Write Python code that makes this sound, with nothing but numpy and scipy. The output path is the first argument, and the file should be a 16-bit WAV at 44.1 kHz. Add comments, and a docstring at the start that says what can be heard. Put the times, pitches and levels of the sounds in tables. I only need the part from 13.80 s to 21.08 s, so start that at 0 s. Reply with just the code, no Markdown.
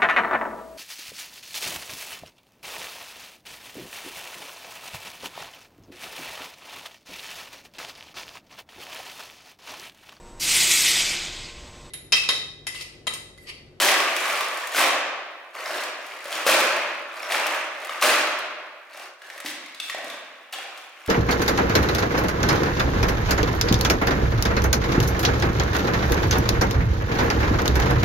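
"""A burst of plastic clatter and crinkling cloth: a child shakes small toys out of a fabric tunnel
onto a carpet, a few metres away in an echoing living room. Hollow shells crack and ring as they
collide, stiff creases crackle, hard drops thud. Jolts rise fast and settle, slides swell and ebb;
then the child rummages in the tunnel's mouth and single toys knock together."""
import sys
import numpy as np
from scipy import signal
from scipy.fft import rfft, irfft
from scipy.io import wavfile
from scipy.ndimage import map_coordinates

SR = 44100
rng = np.random.default_rng(int(sys.argv[2]) if len(sys.argv) > 2 else 0)


def unload_audio(sound):
    """Save the sound as a 16-bit wav file, at the path given as the first command line argument."""
    columns = np.transpose(np.atleast_2d(sound))
    # keep every value between -1 and 1, then stretch to whole-number steps
    steps = np.round(np.clip(columns, -1, 1) * 32767)
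    wavfile.write(sys.argv[1], SR, steps.astype(np.int16))


N = 321048

# tunnel jerked or dumped: (time [s], clatter [dB], crinkle [dB], attack [s], settling [s])
TUNNEL_JOLTS = [(-.012, -18.5, -23, 0.006, 0.556), (.935, -18.5, -26.5, 0.0346, 0.337),
                (1.745, -31, -49.5, 0.0094, 0.33), (2.661, -17.5, -24.5, .007, .51),
                (3.493, -23.5, -34.5, 0.0173, 0.294), (4.215, -18, -24.5, .009, .47),
                (5.644, -46, -40, 0.0097, 0.22), (6.722, -38, -49, 0.0117, 0.444)]
# tunnel lifted or rummaged in: (peak time [s], half length [s], clatter [dB], crinkle [dB])
TOY_SLIDES = [(0.493, 0.1664, -25.5, -36.5), (0.796, 0.196, -34, -45), (1.957, 0.1244, -28.5, -42),
              (2.337, .17, -39, -52.5), (2.565, 0.0729, -27.5, -38), (3.12, .12, -51, -59),
              (3.45, 0.1064, -31.5, -48), (3.697, 0.12, -27, -42), (4.111, 0.153, -34.5, -50),
              (5.204, 0.0766, -36.5, -51), (5.554, 0.118, -43.5, -55.5), (5.849, 0.11, -52, -62),
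              (6.068, 0.0526, -47, -46.5), (6.28, 0.123, -39.5, -53.5), (6.583, 0.123, -52, -77.5),
              (7.001, 0.081, -50.5, -58), (7.272, 0.119, -44.5, -61)]
# single toys knocking: (time [s], level [dB], lowest mode [Hz], crack re ring [dB])
TOY_KNOCKS = [(.022, 1, 680, -8), (.086, 5.5, 1928, 0.5), (.203, 1, 1135, -4), (.365, -.5, 2300, -2),
              (.455, 0, 1120, -6), (.608, -.5, 1152, -7), (.946, -7, 680, -5), (1.004, 4.5, 1073, -4),
              (1.077, 0, 638, -8.5), (1.752, -10.5, 1150, -11), (1.86, -12.5, 5180, -15),
              (1.905, -5, 620, -17), (2.456, -8, 580, -5.5), (2.526, -4, 1620, 8), (2.665, 7, 543.8, -9),
              (2.692, 6, 622, -15.5), (3.43, -14, 5500, -8), (3.521, 1.5, 1824, 1.5),
              (3.667, -4, 1182, -12), (4.094, -3, 1180, -11), (4.225, 4.5, 1100, 3.5),
              (4.338, -0.5, 1100, 4), (5.419, -15, 1670, -6), (5.501, -12.5, 1795, -7.5),
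              (5.560, -17, 595, -6.5), (5.648, -13.5, 300, -16), (5.660, -4.5, 2002, 2.5),
              (5.860, -16, 2184, -5), (5.947, -17.5, 3990, 0), (6, -3.5, 3495, -2.5),
              (6.001, -10.5, 2640, -9), (6.097, -8.5, 1153, 2.5), (6.099, -4.5, 1900, -5),
              (6.147, -6, 630, -9), (6.186, -12, 660, -12), (6.244, -16, 274, 2), (6.300, -12, 3568, 1),
              (6.728, -10, 2733, -4), (6.734, -8.5, 754, 5), (6.739, -10, 3316, -10), (6.785, -12, 771, -6),
              (6.975, -18, 1050, 10), (7.275, -13.5, 2000, 5.5)]
# sharp, bright ticks, probably stiff cloth snapping: (time [s], relative level [dB])
SHARP_TICKS = [(0.0276, -16), (.3643, -17), (0.607, -18.5), (0.7724, -23.5), (0.871, -20.5), (1.8058, -31),
               (2.2653, -32.5), (2.4423, -27.5), (2.575, -26), (2.8029, -14), (2.9649, -24.5), (3.017, -32),
               (3.5208, -19.5), (3.6668, -17), (4.0474, -24.5), (4.5875, -26), (5.5777, -32.5),
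               (5.6021, -24.5), (6.2996, -37), (6.7255, -26.5), (7.2611, -30)]
# hollow toy modes: (ratio to lowest [1], level [dB], t60 for a 1500 Hz toy [s])
SHELL_MODES = [(1, 2.5, 0.02463), (1.098, -3, 0.01856), (1.66, -8.5, 0.0129), (2.35, -9.5, 0.0216),
               (3.08, -9, 0.0079), (4.5, -25, 0.0088)]
# source spectra: (frequency [Hz], gain [dB])
HEAP_EQ = [(40, -26.5), (110, -38), (200, -20.5), (340, -7), (430, -9), (600, 2), (900, -3), (1140, 2),
           (1400, -1), (2400, -1), (3400, -9.5), (6000, -18.5), (15000, -27.5)]
CLOTH_EQ = [(100, -50), (500, -8), (2500, 8), (4500, 4.5), (7000, 2.5), (11000, 0.5), (16000, -5.5)]
CRACK_EQ = [(100, -28), (600, -14), (3000, 3.5), (6000, -7), (11000, -10.5), (16000, -19.5)]
TICK_EQ = [(300, -29), (2000, 9), (5000, 0.5), (11000, -1), (16000, -5.5)]
THUD_EQ = [(40, -3.5), (120, -20.5), (200, -9.5), (320, 3.5), (560, 0), (900, -3), (3000, -51)]
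HISS_EQ = [(30, -8.5), (150, -12), (600, 1), (2500, -7), (6000, -14.5), (16000, -9.5)]
# room decay: (frequency [Hz], t60 [s])
ROOM_DECAY = [(100, 0.97), (300, 1.3949), (700, 1.485), (1800, 1.5), (4000, 1.17), (7500, 0.6852),
              (14000, 0.0016)]
# echo width: (frequency [Hz], side minus mid [dB])
ROOM_WIDTH = [(125, -24), (250, -19), (500, -13.5), (1000, -6.5), (2000, -5.5), (4000, 0.5), (8000, 2.5),
              (13000, -2.5)]
# brief level dip: (time [s], gain [dB])
LEVEL_DIP = [(5.26, 0.5), (5.39, -5), (5.44, 1.5)]


def heap_clatter(motion_db, spread_db=4.5, crack_db=-2, count=320):
    """Toys of many sizes collide, more often the harder they are shaken."""
    rate_per_s = 1700 * undb(.25 * (motion_db + 20))
    blows = contacts(rate_per_s, spread_db) * undb(motion_db)
    pitches_hz = np.geomspace(300, 7000, count)
    toys = [np.sqrt(hz / pitches_hz.mean()) * shell_ring(hz) + undb(crack_db) * burst(t60_s=0.00912)
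            for hz in pitches_hz]
    struck, out = rng.integers(0, count, N), np.zeros(N)
    for i in np.flatnonzero(blows):
        add(out, i / SR, blows[i] * toys[struck[i]])
    return colour(out, HEAP_EQ)


def shell_ring(lowest_hz, size=2048):
    """Modes of one hollow toy; small toys die away sooner."""
    t, out = np.arange(size) / SR, 0
    for ratio, db, t60_s in SHELL_MODES:
        hz = lowest_hz * ratio * (1 + 0.0304 * (ratio > 1) * rng.standard_normal())
        decay = fade(t, t60_s * (1500 / lowest_hz) ** 0.166)
        out += (hz < SR / 2) * undb(db) * np.cos(2 * np.pi * hz * t) * decay * rng.choice([-1, 1])
    return unit(out)


def tunnel_motion(climb_db=11, slide_edge_db=7):
    """Clatter and crinkle levels in dB: jolts and slides add in power; the cloth settles sooner."""
    t = np.arange(N) / SR
    toys, fabric = power(db=-58), power(db=-72)  # never held quite still
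    for start_s, clatter_db, crinkle_db, attack_s, settling_s in TUNNEL_JOLTS:
        since_s = t - start_s - attack_s
        attack_db = climb_db * np.minimum(since_s / attack_s, 0)
        settled = lambda hold_s: np.maximum(since_s - hold_s, 0) / settling_s
        toys += power(clatter_db + attack_db - 26 * settled(hold_s=0.027) ** 1.287)
        fabric += power(crinkle_db + attack_db - 46 * settled(hold_s=0.0491) ** 0.979)
    for peak_s, half_s, clatter_db, crinkle_db in TOY_SLIDES:
        swell_db = -slide_edge_db * ((t - peak_s) / half_s) ** 2
        toys += power(clatter_db + swell_db)
        fabric += power(crinkle_db + swell_db)
    return 10 * np.log10(toys), 10 * np.log10(fabric)


def cloth_crinkle(motion_db, snap_db=-9):
    """Creases of stiff fabric: dense crackle with a few louder snaps."""
    crackle = contacts(rate_per_s=1500 * undb(0.24 * (motion_db + 44)), spread_db=5)
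    snaps = undb(snap_db) * contacts(rate_per_s=25 * undb(.5 * (motion_db + 40.5)), spread_db=6)
    grain = unit(fade(np.arange(512) / SR, t60_s=0.012))
    envelope = np.sqrt(np.abs(convolve(crackle ** 2 + snaps ** 2, grain ** 2)))
    return colour(envelope * rng.standard_normal(N) * undb(motion_db), CLOTH_EQ)


def toy_knocks():
    """Single blows: shell ring plus contact crack."""
    out = np.zeros(N)
    for time_s, db, lowest_hz, crack_db in TOY_KNOCKS:
        ring = shell_ring(lowest_hz)
        crack = unit(colour(burst(t60_s=0.055), CRACK_EQ))
        add(out, time_s, undb(db) * unit(ring + undb(crack_db) * crack))
    return out


def sharp_ticks():
    """Brief bright snaps with no ring."""
    out = np.zeros(N)
    for time_s, db in SHARP_TICKS:
        add(out, time_s, undb(db) * unit(colour(burst(t60_s=0.0464), TICK_EQ)))
    return out


def carpet_thuds(motion_db, hard_db=-18, growth=2.02):
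    """Pieces thud on the carpet, prominent only in hard drops."""
    impacts = contacts(rate_per_s=np.full(N, 400), spread_db=1.5)
    return colour(impacts * undb(hard_db + growth * (motion_db - hard_db)), THUD_EQ)


def direct_path(x, lag_samples=.45, tilt_db=3):
    """Straight path: sooner and brighter at the left microphone."""
    treble = signal.sosfilt(signal.butter(1, 3000, "high", fs=SR, output="sos"), x)
    left = x + (undb(tilt_db / 2) - 1) * treble
    right = x + (undb(-tilt_db / 2) - 1) * treble
    return np.array([left, map_coordinates(right, [np.arange(N) - lag_samples])])


def tumbling_echo(x, turns_per_s=9):
    """Tumbling pieces sound from four places in turn, each with its own echoes."""
    angle = 2 * np.pi * turns_per_s * np.arange(N) / SR
    places = np.arange(0, 2 * np.pi, np.pi / 2)
    return sum(room_echo(x * np.maximum(0, np.cos(angle - place))) for place in places)


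def room_echo(x, build_s=0.02125, early_db=3, early_t60_s=0.242, bands=18):
    """Diffuse echo: strong early bounces, then a tail that loses treble first."""
    size = 2 * SR
    t, hz = np.arange(size) / SR, np.arange(size // 2 + 1) * SR / size
    mid, side = rfft(rng.standard_normal((2, size))) / np.sqrt(SR / 10)
    width = undb(on_log_axis(hz, ROOM_WIDTH))
    stereo = (mid + np.array([[1], [-1]]) * width * side) / np.sqrt(1 + width ** 2)
    centres_hz, tail = np.geomspace(100, 16000, bands), 0
    for centre_hz, share in zip(centres_hz, np.eye(bands)):
        band = on_log_axis(hz, np.c_[centres_hz, share])
        tail += irfft(stereo * band) * fade(t, on_log_axis(centre_hz, ROOM_DECAY))
    tail *= (1 - np.exp(-t / build_s)) * (1 + undb(early_db) * fade(t, early_t60_s))
    return np.array([convolve(x, response) for response in tail])


def hiss():
    """Steady noise of room and microphones."""
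    return np.array([colour(noise, HISS_EQ) for noise in rng.standard_normal((2, N))])


def contacts(rate_per_s, spread_db):
    """Random impulses of uneven size, mean power one."""
    hits = np.flatnonzero(rng.random(N) < rate_per_s / SR)
    sizes = undb(spread_db * np.clip(rng.standard_normal(N)[hits], -2, 2))
    signs = np.sign(rng.random(N)[hits] - .5)
    out = np.zeros(N)
    out[hits] = signs * sizes / np.sqrt(np.mean(sizes ** 2) * rate_per_s[hits] / SR)
    return out


def burst(t60_s, size=2048):
    """Brief decaying noise."""
    return unit(rng.standard_normal(size) * fade(np.arange(size) / SR, t60_s))


def colour(x, eq, size=2048):
    """Minimum-phase filter from a (Hz, dB) table."""
    hz = np.arange(size // 2 + 1) * SR / size
    cepstrum = irfft(np.log(undb(on_log_axis(hz, eq))))
    cepstrum[1:size // 2] *= 2
    cepstrum[size // 2 + 1:] = 0
    return convolve(x, irfft(np.exp(rfft(cepstrum))))


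def on_log_axis(hz, table):
    """Interpolate a (Hz, value) table over log frequency."""
    table_hz, values = np.transpose(table)
    return np.interp(np.log(np.maximum(hz, 1)), np.log(table_hz), values)


def undb(db):
    """Decibels to gain."""
    return 10 ** (np.asarray(db) / 20)


def power(db):
    """Decibels to power, floored."""
    return undb(np.maximum(db, -150)) ** 2


def unit(x):
    """Scale to unit energy."""
    return x / np.sqrt(np.sum(x ** 2))


def fade(t, t60_s):
    """Exponential decay, 60 dB in t60_s."""
    return np.exp(-np.log(1000) * t / t60_s)


def convolve(x, response):
    """Convolve, keeping the input length."""
    return signal.oaconvolve(x, response)[:len(x)]


def add(track, time_s, sound):
    """Mix a sound in at time_s."""
    i = int(time_s * SR)
    track[i:i + len(sound)] += sound[:N - i]


def scene():
    """The spill is heard mostly through the room; single knocks stand out."""
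    clatter_db, crinkle_db = tunnel_motion()
    spill = undb(2) * heap_clatter(clatter_db) + undb(1.5) * cloth_crinkle(crinkle_db)
    spill += undb(-2.5) * carpet_thuds(clatter_db)
    knocks, ticks = toy_knocks(), undb(13) * sharp_ticks()
    direct = direct_path(undb(-2) * spill + knocks + ticks)
    echo = tumbling_echo(spill) + room_echo(undb(3.5) * knocks + undb(0.5) * ticks)
    return direct + echo + undb(-58.5) * hiss()


def record(dry, low_cut_hz=150, top_hz=16000, right_db=0.3946):
    """Small microphones lose bass, the right is slightly louder; the level dips; the top is cut."""
    thin = signal.sosfilt(signal.butter(2, low_cut_hz, "high", fs=SR, output="sos"), dry)
    dip_db = np.interp(np.arange(N) / SR, *np.transpose(LEVEL_DIP))
    gain = undb(dip_db + np.array([[-right_db], [right_db]]) / 2)
    return signal.sosfilt(signal.ellip(10, .2, 80, top_hz, fs=SR, output="sos"), thin * gain)


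dry = scene()
out = record(dry)
unload_audio(out)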